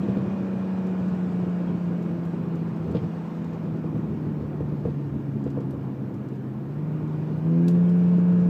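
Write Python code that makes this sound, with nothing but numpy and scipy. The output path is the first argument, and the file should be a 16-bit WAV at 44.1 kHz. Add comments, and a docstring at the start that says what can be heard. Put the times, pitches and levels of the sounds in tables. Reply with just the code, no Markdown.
"""A firing note and its orders boom inside a six-cylinder car with an open exhaust: the pitch coasts down,
then the throttle opens in two steps and the note climbs. The engine is a sum of orders locked to one firing phase.
Shaped noise gives the tyre rumble, road roar and hiss; decaying modes and noise bursts give the bumps
of the road, small metal pings and the ticks of loose trim near the microphone; low throbs swell beside the bumps."""
import sys
import numpy as np
from scipy import signal
from scipy.fft import rfft, irfft, next_fast_len
from scipy.io import wavfile
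from scipy.ndimage import uniform_filter1d

SR = 44100
rng = np.random.default_rng(int(sys.argv[2]) if len(sys.argv) > 2 else 0)


def store_pcm(level_fs):
    """Save levels as 16-bit WAV."""
    pcm = np.round(np.clip(level_fs, -1, 1) * 32767).astype(np.int16)
    wavfile.write(sys.argv[1], SR, np.atleast_2d(pcm).T)


def nominal_scale(level):
    """Amplitude ratio for a level in decibels (scalar or array-like)."""
    x = np.asarray(level, float) / 20
    return 10 ** x


N = 374402  # length in samples

# Colour of plastic trim clicking. Each row: frequency in Hz, relative level in dB per Hz
TRIM_COLOUR = [(1800, -30), (2600, -1.5), (3300, -0.5), (4500, 0.5), (6000, -1), (7700, -2), (9000, -11),
               (10000, -9.5), (12000, -7.5), (15000, -11)]


def evened(x):
    """Scales to rms 1."""
    return x / np.sqrt(np.mean(x ** 2) + 1e-20)


def curves(rows):
    """One sample-rate curve for each column after the time."""
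    s, *columns = np.transpose(rows)
    return [np.interp(np.arange(N) / SR, s, c) for c in columns]


def read(points, hz):
    """Reads a spectrum in dB on a log-frequency axis."""
    f, db = np.transpose(points)
    return np.interp(np.log(hz + 1), np.log(f + 1), db, left=-100, right=-100)


def coloured(x, points):
    """Filters x by a spectrum."""
    size = next_fast_len(len(x))
    gain = nominal_scale(read(points, np.fft.rfftfreq(size, 1 / SR)))
    return irfft(rfft(x, size) * gain, size)[:len(x)]


def add(mix, s, sound):
    """Mixes a sound in at time s."""
    part = mix[max(round(s * SR), 0):][:len(sound)]
    part += sound[:len(part)]


def drift(size):
    """Slow chance of rms 1, smooth over size samples."""
    return evened(uniform_filter1d(uniform_filter1d(rng.standard_normal(N), size), size))


def lift(resonances, hz):
    """Summed lift in dB of resonances at hz."""
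    return sum(db / (1 + (2 * (hz - f) / width) ** 2) for f, width, db in resonances)


def panels(x):
    """The resonances of the cabin panels lift their bands."""
    # Each row: frequency in Hz, width in Hz, lift in dB
    resonances = [(660, 40, 3), (892, 60, 3), (1060, 60, 2), (1237, 35, 3), (1390, 70, 3), (1650, 60, 3),
                  (1810, 50, 3), (2240, 70, 4), (2395, 50, 5), (2826, 80, 5), (3003, 60, 3), (7786, 90, 3)]
    size = next_fast_len(N)
    gain = nominal_scale(lift(resonances, np.fft.rfftfreq(size, 1 / SR)))
    return irfft(rfft(x, size) * gain, size)[:N]


def rushing(points, patchy_db, flicker_db):
    """Noise of a spectrum with drifting patches and a flicker shared by all frequencies; rms 1."""
    frames = N // 256 + 5
    a, b, patches = rng.standard_normal((frames, 513, 3)).T
    patches = uniform_filter1d(patches, size=8, axis=0)  # across frequency
    patches = evened(uniform_filter1d(patches, size=10, axis=1))  # across time
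    flicker = evened(uniform_filter1d(rng.standard_normal(frames), size=4))
    field = nominal_scale(patchy_db * patches + flicker_db * flicker)
    white = signal.istft((a + 1j * b) * field, nperseg=1024, noverlap=768)[1][:N]
    return evened(coloured(white, points))


def road():
    """Rumble through the body, roar of the treads, hiss of air, and the ring of the air in the tyres."""
    # Each row: time in seconds, then levels in dB: roar ahead of the panels, rumble, ring of the tyre air
    road_levels = [(0.0, -44.5, -28.5, -36), (0.7, -45.5, -36, -42), (1.1, -45, -33, -40),
                   (2.7, -47, -34, -40), (3.0, -46, -29.5, -40.5), (3.25, -46, -38.5, -38.5),
                   (3.8, -48, -31, -39), (5.3, -49.5, -34.5, -40.5), (5.6, -49.5, -32.5, -40),
                   (6.6, -50, -35.5, -39.5), (7.3, -47.5, -33, -46), (8.0, -46, -33.5, -46.5),
                   (8.49, -46.5, -30.5, -44)]
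    # Colours of the three noises. Each row: frequency in Hz, relative level in dB per Hz
    rumble_colour = [(30, -27.5), (55, -17.5), (75, -15), (110, -0.5), (160, 0.5), (240, -1), (330, -4),
                     (450, -12), (600, -21), (900, -41)]
    roar_colour = [(240, -41.5), (400, 0.5), (490, 3), (557, -3.5), (727, -1), (804, -2), (1020, -4),
                   (1230, -8.5), (1770, -15.5), (1930, -17), (2340, -22), (3600, -41.5), (4680, -54),
                   (7920, -120)]
    hiss_colour = [(1500, -41), (2500, -0.5), (3500, -3.5), (5000, -8.5), (7000, -13), (7900, -15.5),
                   (8800, -22), (10000, -32)]

    roar_db, rumble_db, ring_db = curves(road_levels)
    hiss_db = -66 + 1.3 * (roar_db - roar_db.mean())  # follows the roar, 1.3 dB for each dB
    hz, width = 210, 18  # resonance of the tyre air in Hz, and width in Hz of each of two passes
    peak = signal.iirpeak(hz, hz / width, SR)
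    ring = signal.lfilter(*peak, signal.lfilter(*peak, rng.standard_normal(N)))
    rumble = nominal_scale(rumble_db) * rushing(rumble_colour, patchy_db=0.0, flicker_db=1.4)
    roar = nominal_scale(roar_db) * rushing(roar_colour, patchy_db=1.2, flicker_db=0.5)
    hiss = nominal_scale(hiss_db) * rushing(hiss_colour, patchy_db=1.46, flicker_db=0.5)
    return rumble + panels(roar + hiss) + nominal_scale(ring_db) * evened(ring)


def crackle():
    """Faint ticks of the trim, about nine a second at random moments, all with one short noise burst."""
    strength = nominal_scale(3.5 * np.minimum(rng.exponential(1, N), 3))  # 0 to 10.5 dB over the faintest
    clicks = strength * (rng.random(N) < 9 / SR)
    t = np.arange(2048) / SR
    burst = evened(coloured(rng.standard_normal(len(t)), TRIM_COLOUR)) * nominal_scale(-60 * t / 0.057)
    return nominal_scale(-77) * signal.oaconvolve(clicks, burst)[:N]


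def ticks():
    """Short dry noise bursts of plastic on plastic, each a snap over a weaker, longer tail."""
    # Loose trim. Each row: start in seconds, level in dB of the snap, tilt in dB of the treble against the rest
    trim_hits = [(0.8684, -63, -1), (1.0814, -62, -5), (2.0268, -64, -1), (2.2509, -63, 2),
                 (2.554, -63, -1), (2.9133, -60.5, -2), (3.3494, -67, -10), (3.4434, -60.5, -8),
                 (3.5319, -65, -5), (5.44, -63, -6), (5.502, -61.5, -5), (5.6047, -65, -7),
                 (5.7074, -62, 6), (6.1409, -65, -1), (6.2866, -67, -1), (7.0758, -67, -5),
                 (7.6813, -44.5, -2), (7.7106, -62, 7), (7.7324, -70.5, 16), (7.892, -60, -4),
                 (7.9709, -68.5, 14)]
    bright_hz = 8500  # the tilt acts above this
    snap_t60_s, tail_t60_s, tail_db = 0.029, 0.11, -5.5

    out, t = np.zeros(N), np.arange(4096) / SR
    hz = np.fft.rfftfreq(len(t), 1 / SR)
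    fade = nominal_scale(-60 * t / snap_t60_s) + nominal_scale(tail_db - 60 * t / tail_t60_s)
    onset = np.minimum(t / 0.00052, 1)
    for s, level_db, bright_db in trim_hits:
        colour = read(TRIM_COLOUR, hz) + bright_db * (hz > bright_hz)
        burst = evened(irfft(rfft(rng.standard_normal(len(t))) * nominal_scale(colour)))
        add(out, s, nominal_scale(level_db) * fade * burst * onset)
    return out


def ringing(modes, t):
    """A blow into decaying modes, each a little detuned and with its own phase; peak 1."""
    chance = rng.random((len(modes), 2))
    ring = np.zeros(len(t))
    for (hz, db, t60), (a, b) in zip(modes, chance):
        detuned = hz * (.95 + 0.082 * a)
        ring += nominal_scale(db - 60 * t / t60) * np.sin(2 * np.pi * (detuned * t + 0.31 * b))
    ring = ring * np.minimum(t / 0.0033, 1)
    return ring / abs(ring).max()


def pings():
    """A small metal part rings briefly in two close modes."""
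    # Each row: start in seconds, peak in dB
    ping_hits = [(0.0194, -57), (1.675, -56), (2.971, -55), (7.878, -59)]
    # Modes of the part. Each row: frequency in Hz ahead of detuning, relative level in dB, t60 in seconds
    ping_modes = [(3320, -0.5, .12), (3160, -9.5, 0.069)]
    out, t = np.zeros(N), np.arange(4096) / SR
    for s, peak_db in ping_hits:
        add(out, s, nominal_scale(peak_db) * ringing(ping_modes, t))
    return out


def bumps():
    """Bumps knock the dashboard, thud the floor and shake the trim; low boom throbs swell beside them."""
    # Each row: time in seconds, then levels in dB: knock ahead of its judder, thud, boom, rattle ahead of its fade
    bump_hits = [(0.084, -21.5, -16, -55, -59), (0.169, -20.5, -22.5, -57, -56.5),
                 (1.008, -38, -23, -49.5, -71), (1.634, -31, -31, -47, -66), (2.865, -27, -34, -40, -77),
                 (2.901, -27, -24, -34.5, -67), (2.947, -17.5, -16.5, -41, -50),
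                 (2.967, -30, -24, -50, -54.5), (3.033, -31.5, -24, -51, -61), (3.84, -26.5, -23, -51, -66),
                 (3.96, -26.5, -24, -52, -71), (4.087, -41, -24, -40, -74), (4.267, -45, -17.5, -49, -73),
                 (4.403, -30, -28, -35, -73), (4.604, -19, -21, -36, -64), (4.722, -29, -19, -57, -74),
                 (4.852, -17.5, -16, -35, -65), (4.881, -27, -28, -49, -58.5), (5.119, -45, -28, -35, -67),
                 (5.461, -23.5, -30, -38.5, -61), (5.571, -21.5, -21.5, -52, -72),
                 (5.6, -27.5, -35, -50, -65), (5.734, -27.5, -31, -38, -75)]
    # Modes of dashboard and floor. Each row: frequency in Hz ahead of detuning, relative level in dB, t60 in seconds
    knock_modes = [(294, 9, 0.047), (452, -1, 0.14), (481, 7, 0.066), (557, -12, 0.12), (690, -19, 0.075),
                   (1090, -13, 0.049)]
    thud_modes = [(121.3, -1, 0.37), (180, 8.5, 0.13), (226, -5, 0.16)]
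    # Colours of loose parts and trim. Each row: frequency in Hz, relative level in dB per Hz
    judder_colour = [(250, -21), (400, 1), (650, -5), (1100, -12.5), (1800, -24.5), (2600, -41.5)]
    rattle_colour = [(1200, -21), (2000, 1.5), (2700, 1), (3300, 0.5), (4100, -5.5), (4900, -6),
                     (5600, -18), (8000, -28.5)]
    boom_hz, boom_s = 77.7, 0.049  # pitch of the boom throb, and time from its crest to 1/e

    out, t = np.zeros(N), np.arange(8192) / SR
    boom = np.exp(-((t - 2 * boom_s) / boom_s) ** 2) * np.sin(2 * np.pi * boom_hz * t)
    for s, knock_db, thud_db, boom_db, rattle_db in bump_hits:
        # one uneven envelope shared by rattle and judder
        ragged = nominal_scale(3.3 * evened(uniform_filter1d(rng.standard_normal(len(t)), size=250)))
        rattle = evened(coloured(rng.standard_normal(len(t)), rattle_colour))
        rattle *= nominal_scale(-60 * t / 0.15) * ragged * np.minimum(t / .002, 1)
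        judder = evened(coloured(rng.standard_normal(len(t)), judder_colour))
        judder *= nominal_scale(-18.5 - 60 * t / 0.12) * ragged
        judder *= np.minimum(t / .01, 1)  # loose parts follow the knock
        knock = ringing(knock_modes, t) + judder
        add(out, s, nominal_scale(knock_db) * knock + nominal_scale(thud_db) * ringing(thud_modes, t))
        add(out, s, nominal_scale(rattle_db) * rattle)
        add(out, s - 1.5 * boom_s, nominal_scale(boom_db) * boom)  # crest just after the row's time
    return out


def cabin(x):
    """A short dense echo makes each gliding order swell and fade."""
    echo = rng.standard_normal(8192) * nominal_scale(-60 * np.arange(8192) / SR / .15)
    echo[0] = 1.1 * np.linalg.norm(echo)  # direct sound
    return signal.oaconvolve(x, echo / np.linalg.norm(echo))[:N]


def engine():
    """Clean orders of the firing rate, over weak orders and clatter that repeat with every six firings."""
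    # Each row: time in seconds, firing rate in Hz
    firing_rate = [(0.0, 195.4), (0.5, 189.9), (1.5, 178.4), (2.5, 167.0), (3.0, 162.6), (3.25, 166.3),
                   (3.5, 165.5), (3.75, 159.6), (4.0, 154.8), (5.0, 142.7), (5.75, 134.3), (6.0, 133.3),
                   (6.55, 131.0), (6.75, 146.3), (6.85, 151.9), (6.95, 154.0), (7.1, 152.8), (7.37, 155.4),
                   (7.5, 164.8), (7.63, 170.7), (7.78, 174.4), (8.1, 176.2), (8.49, 177.1)]
    # Each row: time in seconds, throttle from 0 to 1
    throttle_moves = [(0, 0.22), (1.5, 0.12), (2.7, .15), (3.2, 0), (4.5, .05), (5.5, 0.27), (6.55, 0),
                      (6.7, .1), (6.95, .35), (7.37, 0.38), (7.5, .95), (7.9, 0.82), (8.49, 0.74)]
    # Loud orders, in multiples of the firing rate
    loud_orders = 1, 1.5, 2, 2.5, 3
    # Each row, one a loud order: coasting level in dB rms between resonances, gain at full throttle in dB,
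    # change while the revs climb in dB (up under load, down when running free), waver when coasting in dB
    loud_levels = [(-39, 13.36, 0, 0.28), (-58, 3, 11.5, 1.8), (-56, 4, 10.5, 2.9), (-61.5, 11.5, 3.5, 2.3),
                   (-62, 7.6, 5.5, 1.1)]
    # Resonances of pipe and cabin that each loud order glides through, one list an order.
    # Each row: frequency in Hz, width in Hz, lift in dB
    loud_swells = [
        [(147, 21, 4.5), (180.7, 29, 11)],
        [(203, 24, 16.5), (234, 12, 9.5), (253.6, 21, 13.5), (286, 8.3, 11.5)],
        [(272.7, 40, 14), (306.6, 20, 11), (342, 20, 9.5), (371, 3.4, 10.5)],
        [(341, 10, 15), (381, 14, 8), (443.3, 41, 11.5), (482, 38, 7.5)],
        [(426, 12, 7.5), (499.3, 20, 9), (530, 20, 3), (575, 50, 12)],
    ]
    # Weak orders from unequal cylinders, in sixths of the firing rate
    weak_sixths = (3, 4, 5, 7, 11, 14, 16, 17, 20, 21, 22, 23, 24, 26, 36, 42, 44, 48, 50, 56, 58, 71, 75,
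                    76, 77, 79, 88, 96)
    # Their relative levels. Each row: coasting in dB, pulling in dB
    weak_levels = [(-52, -49), (-54, -48), (-54, -48), (-44, -50), (-48, -50), (-51, -58), (-55, -51),
                   (-57, -51), (-60, -56), (-66, -56), (-62, -59), (-68, -62), (-62, -64), (-65, -68),
                   (-68, -67), (-69, -65), (-70, -70), (-70, -67), (-76, -72), (-79, -68), (-78, -74),
                   (-80, -86), (-81, -90), (-83, -90), (-80, -90), (-79, -84), (-86, -80), (-84, -80)]
    # Colour of the valve clatter. Each row: frequency in Hz, relative level in dB an order
    clatter_colour = [(300, -81.5), (500, -76.5), (900, -78.5), (1500, -76), (2300, -79.5), (3000, -87),
                      (4000, -99.5)]

    hz = curves(firing_rate)[0]
    throttle = np.clip(curves(throttle_moves)[0], 0, 1)
    # gain of weak orders and clatter: -4.5 dB at 160 firings a second off load, 21 dB more an octave up
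    weak_db = -4.5 + 21 * np.log2(hz / 160) - 0.5 * throttle
    firings = np.cumsum(hz * (1 + .0006 * drift(size=2000))) / SR
    # 0 to 1, full when the firing rate rises by 20 Hz a second
    climb = uniform_filter1d(np.clip(np.gradient(hz) * SR / 20, 0, 1), size=3000)

    loud = np.zeros(N)
    for k, (db, load_db, climb_db, waver_db), swells in zip(loud_orders, loud_levels, loud_swells):
        db = db + load_db * throttle
        db = db + climb_db * climb * (2 * throttle - 1)
        db = db + lift(swells, k * hz)
        db = db + waver_db * (1 - throttle) * drift(size=5000)
        loud += nominal_scale(db) * np.cos(2 * np.pi * (k * firings + rng.random()))

    # one cycle of the weak orders when coasting, when pulling, and of the valve clatter
    cycle = np.zeros((3, 2049), complex)
    cycle[:2, list(weak_sixths)] = nominal_scale(np.transpose(weak_levels))
    cycle[2, 1:200] = nominal_scale(2.5 * rng.standard_normal(199))
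    waves = irfft(cycle * np.exp(2j * np.pi * rng.random(2049)), 4096) * 2048
    uneven = .002 * (1 - .7 * throttle) * drift(size=2500)  # timing wanders off load and blurs high orders
    place = (firings / 6 + uneven) % 1
    coasting, pulling, clatter = (np.interp(place, np.arange(4096) / 4096, w, period=1) for w in waves)
    weak = (1 - throttle) * coasting + throttle * pulling + coloured(clatter, clatter_colour)
    return np.sqrt(2) * (loud + nominal_scale(weak_db) * cabin(panels(weak)))  # root 2 turns rms into peak


def scene():
    """All sources reach one microphone in the cabin."""
    return (road() + crackle() + ticks() + pings() + bumps() + engine())[None]


def roll_off(x):
    """The treble ends steeply here."""
    return signal.sosfilt(signal.butter(12, 16090, fs=SR, output="sos"), x)


def record(dry):
    """The microphone drops the deepest bass and adds its own faint hiss; then the treble is band-limited."""
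    # Colour of the microphone hiss. Each row: frequency in Hz, relative level in dB per Hz
    self_noise = [(5000, -34), (8600, -4), (10100, -7), (11500, -3), (13600, 0), (15500, -1)]
    hiss = nominal_scale(-77.7) * evened(coloured(rng.standard_normal(N), self_noise))
    low_cut = signal.butter(2, 60, "high", fs=SR, output="sos")
    thinned = signal.sosfilt(low_cut, dry)
    edge = signal.firwin(511, 15330, window=("kaiser", 9), fs=SR)  # low-pass in Hz
    mix = signal.oaconvolve(thinned + hiss, edge[None], "same")
    return roll_off(mix)


dry = scene()
out = record(dry)
store_pcm(out)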